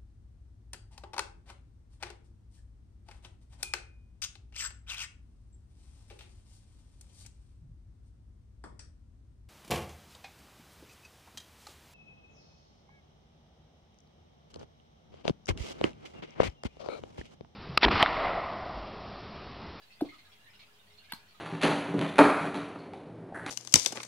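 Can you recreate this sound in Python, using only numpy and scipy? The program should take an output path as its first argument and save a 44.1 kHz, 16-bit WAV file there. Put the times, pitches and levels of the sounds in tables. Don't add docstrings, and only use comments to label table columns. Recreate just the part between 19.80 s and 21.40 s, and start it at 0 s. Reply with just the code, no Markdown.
import sys
import numpy as np
from scipy import signal
from scipy.fft import rfft, irfft
from scipy.io import wavfile

SR = 44100
rng = np.random.default_rng(int(sys.argv[2]) if len(sys.argv) > 2 else 0)


def store_pcm(level_fs):
    pcm = np.round(np.clip(level_fs, -1, 1) * 32767).astype(np.int16)
    wavfile.write(sys.argv[1], SR, np.atleast_2d(pcm).T)


N = 70560


def gain_of(db):
    return 10 ** (np.asarray(db) / 20)


def evened(x):
    return x / np.sqrt(np.mean(x ** 2) + 1e-20)


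def read(points, hz):
    point_hz, value = np.transpose(points)
    return np.interp(np.log(hz + 1), np.log(point_hz + 1), value)


def add(mix, start_s, sound):
    part = mix[round(start_s * SR):][:len(sound)]
    part += sound[:len(part)]


def coloured(x, points, scale=1):
    hz = np.fft.rfftfreq(2 * N, 1 / SR)
    spectrum = rfft(x, 2 * N) * gain_of(scale * read(points, hz))
    return irfft(spectrum)[..., :N]


def band_noise(length, hz, width_hz):
    settle = 8000
    radius = np.exp(-np.pi * width_hz / SR)
    poles = [1, -2 * radius * np.cos(2 * np.pi * hz / SR), radius * radius]
    noise = rng.standard_normal(length + settle)
    once = signal.lfilter([1, 0, -1], poles, noise)
    twice = signal.lfilter([1], poles, once)
    return evened(twice[settle:])


def swell(rise_s, t60_s):
    t = np.arange(0, 4000) / SR
    rise_s = rise_s + 1e-4
    attack = np.sin(np.pi / 2 * np.minimum(t / rise_s, 1)) ** 2
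    decay = gain_of(-60 * np.maximum(t - rise_s, 0) / t60_s)
    return t, attack * decay


def bubble(db, hz, rise_s, t60_s, glide):
    t, shape = swell(rise_s, t60_s)
    return gain_of(db) * shape * np.sin(2 * np.pi * hz * t * (1 + glide * t))


def reverb(x, t60s, gap_s, same):
    a, b = rng.standard_normal((2, SR // 2))
    noise = np.array([a, same * a + np.sqrt(1 - same ** 2) * b])
    hz, t, bands = signal.stft(noise, SR, nperseg=256)
    decay = gain_of(-60 * t / read(t60s, hz)[:, None])
    tail = signal.istft(bands * decay, SR, nperseg=256)[1]
    tail = tail / np.linalg.norm(tail[0])
    tail = np.pad(tail, ((0, 0), (round(gap_s * SR), 0)))
    return signal.fftconvolve(x[None], tail, axes=1)[:, :N]


# (frequency [Hz], relative level [dB])
FLOOR_COLOUR = [(15, -26), (25, -2), (49, -27), (102, -11), (363, -20.5), (405, -20.5), (463, -20.5),
                (659, -16), (1940, -20.5), (2840, -16.5), (5430, -27.5), (14800, -32), (16000, -30.5)]
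# (frequency [Hz], correlation [-1 to 1])
FLOOR_SAME = [(60, 0.98), (180, 0.59), (550, 0.27), (1650, -0.18), (4970, -0.034), (15000, -0.089)]
# (frequency [Hz], width of each resonance [Hz], RMS level [dB])
HUM = [(60.4, 11, -92), (91.5, 6.5, -76.5), (120.2, 6.4, -82.5), (203.9, 11.5, -82), (417.7, 11.2, -81)]
FLOOR_DB = -64


def floor():
    frames = N // 256 + 5
    hz = np.fft.rfftfreq(1024, 1 / SR)
    a, b, c, d = rng.standard_normal((frames, 513, 4)).T
    same = np.clip(read(FLOOR_SAME, hz), -1, 1)[:, None]
    left = a + 1j * b
    right = same * left + np.sqrt(1 - same ** 2) * (c + 1j * d)
    bands = np.array([left, right]) * gain_of(read(FLOOR_COLOUR, hz))[:, None]
    hiss = signal.istft(bands, nperseg=1024, noverlap=768)[1][:, :N]
    hum = sum(gain_of(db) * band_noise(N, f, width) for f, width, db in HUM)
    return gain_of(FLOOR_DB) * evened(hiss) + hum


# (time [s], level before the tone-splash blend and room mix [dB], pitch [Hz],
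# splash share [0 to 1])
PLINKS = [(0.0186, -54, 3860, 0.58), (0.1192, -52, 4360, 0.4), (0.2493, -48.5, 1090, 0.45),
          (0.2867, -43, 2088, 0.26), (0.3193, -48.5, 1213, 0.34), (0.335, -47, 1228, 0.41),
          (0.3825, -49, 2074, 0.45), (0.4474, -53, 3835, 0.4), (0.5176, -50, 3330, 0.47),
          (0.5937, -56, 2770, 0.34), (0.6798, -64, 1850, 0.16), (0.7337, -51, 2800, 0.42),
          (0.7913, -46, 2220, 0.48), (0.8152, -50.5, 2515, 0.48), (0.94, -56, 3194, 0.4),
          (1.0687, -61.5, 3200, 0.2), (1.0997, -56, 3680, 0.47), (1.1734, -49, 4160, 0.3),
          (1.189, -55, 2740, 0.4), (1.2402, -53.5, 2370, 0.5), (1.297, -43, 2210, 0.34),
          (1.4551, -61, 2640, 0.3), (1.487, -55.5, 4400, 0.25), (1.511, -59.5, 4150, 0.46),
          (1.5442, -53, 1214, 0.39)]
# (frequency [Hz], t60 [s])
FAR_ROOM = [(1000, 0.17), (3000, 0.22), (6000, 0.14)]
# (frequency [Hz], tilt before scaling [dB])
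FAR_PAN = [(1000, -2), (2500, 3.1), (4200, -8), (6000, 1)]
PLINK_RISE_S, PLINK_T60_S, PLINK_GLIDE = 0.0021, 0.046, 1.99
PLINK_DIRECT_DB, PLINK_ROOM_DB = -6, 1.5
SPLASH_HZ, SPLASH_WIDTH_HZ = 3480, 2470
SMALL_PER_S, SMALL_LO_HZ, SMALL_HI_HZ = 60, 1205, 5478
SMALL_DB, SMALL_SPREAD_DB = -66, 3.5


def trickle():
    plinks = np.zeros(N)
    for start_s, db, hz, splash in PLINKS:
        shape = swell(PLINK_RISE_S, PLINK_T60_S)[1]
        noise = gain_of(db) * shape * band_noise(4000, SPLASH_HZ, SPLASH_WIDTH_HZ)
        tone = bubble(db, hz, PLINK_RISE_S, PLINK_T60_S, PLINK_GLIDE)
        add(plinks, start_s, (1 - splash) * tone + splash * noise)
    small_count = round(SMALL_PER_S * N / SR)
    for when, height, strength in rng.random((small_count, 3)):
        hz = SMALL_LO_HZ * (SMALL_HI_HZ / SMALL_LO_HZ) ** height
        db = SMALL_DB - SMALL_SPREAD_DB * np.log(strength + 0.018)
        add(plinks, when * N / SR, bubble(db, hz, PLINK_RISE_S, PLINK_T60_S, PLINK_GLIDE))
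    smear = reverb(plinks, FAR_ROOM, gap_s=0.004, same=0)
    wet = gain_of(PLINK_DIRECT_DB) * plinks + gain_of(PLINK_ROOM_DB) * smear
    return np.array([coloured(wet[0], FAR_PAN, 0.55), coloured(wet[1], FAR_PAN, -0.47)])


# (time [s], level before panning [dB], starting pitch [Hz],
# rise less 0.1 ms [s], t60 [s], glide, half the relative pitch change [1/s])
POCKETS = [(0.2075, -38.5, 1504, 0.00046, 0.013, 1), (.2108, -26.5, 710, 0.0011, 0.031, -3),
           (.2150, -36, 518, 0.0025, 0.044, 0.5), (0.2186, -18, 310, 0.0047, 0.058, -0.75),
           (0.2206, -33.5, 425, .003, 0.031, 4), (.2445, -39.5, 514, 0.0017, 0.038, -1),
           (1.3208, -35.5, 889, 0.0021, 0.025, 3), (1.3213, -31.5, 1530, 0.0014, 0.016, 4.5),
           (1.3231, -35, 2028, 0.0012, .016, -4), (1.331, -39.5, 236, 0.0041, 0.025, -8),
           (1.3327, -41.5, 1055, 0.0013, 0.026, 3.5), (1.3338, -34, 4215, 0.0018, 0.024, 2)]
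# (time [s], noise level before colouring [dB], rise less 0.1 ms [s], t60 [s])
SPITS = [(0.2084, -47, 0.0027, 0.048), (1.3207, -30, 0.0019, 0.018), (1.332, -45.5, 0.0032, 0.02)]
# (frequency [Hz], gain [dB])
SPIT_COLOUR = [(1000, -5.5), (3000, 6), (4400, 9.5), (6500, -9.5), (8500, -7.5), (10600, -3), (12600, -5.5),
               (15500, -6)]
# (frequency [Hz], t60 [s])
ROOM = [(100, 0.47), (250, 0.24), (700, .2), (2000, 0.35), (5000, 0.23), (12000, .16)]
# (frequency [Hz], gain [dB])
ROOM_COLOUR = [(100, -3.5), (300, -16.5), (800, -8), (2500, -17), (6000, -4.5), (14000, -11.5)]
LEAD_S, PAN_DB = 0.00009, 0.3


def bottle():
    pops, spits = np.zeros((2, N))
    for start_s, *pocket in POCKETS:
        add(pops, start_s, bubble(*pocket))
    for start_s, db, rise_s, t60_s in SPITS:
        shape = swell(rise_s, t60_s)[1]
        add(spits, start_s, gain_of(db) * shape * rng.standard_normal(4000))
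    nozzle = pops + coloured(spits, SPIT_COLOUR)
    hz = np.fft.rfftfreq(N, 1 / SR)
    late = irfft(rfft(nozzle) * np.exp(-2j * np.pi * hz * LEAD_S), N)
    direct = np.array([nozzle * gain_of(PAN_DB / 2), late * gain_of(-PAN_DB / 2)])
    return direct + reverb(coloured(nozzle, ROOM_COLOUR), ROOM, gap_s=0.011, same=0.43)


def scene():
    return floor() + trickle() + bottle()


EDGE_HZ = 15800


def record(dry):
    low_pass = signal.firwin(511, EDGE_HZ, window=("kaiser", 9), fs=SR)
    return signal.oaconvolve(dry, low_pass[None], "same") - 0.0005


dry = scene()
out = record(dry)
store_pcm(out)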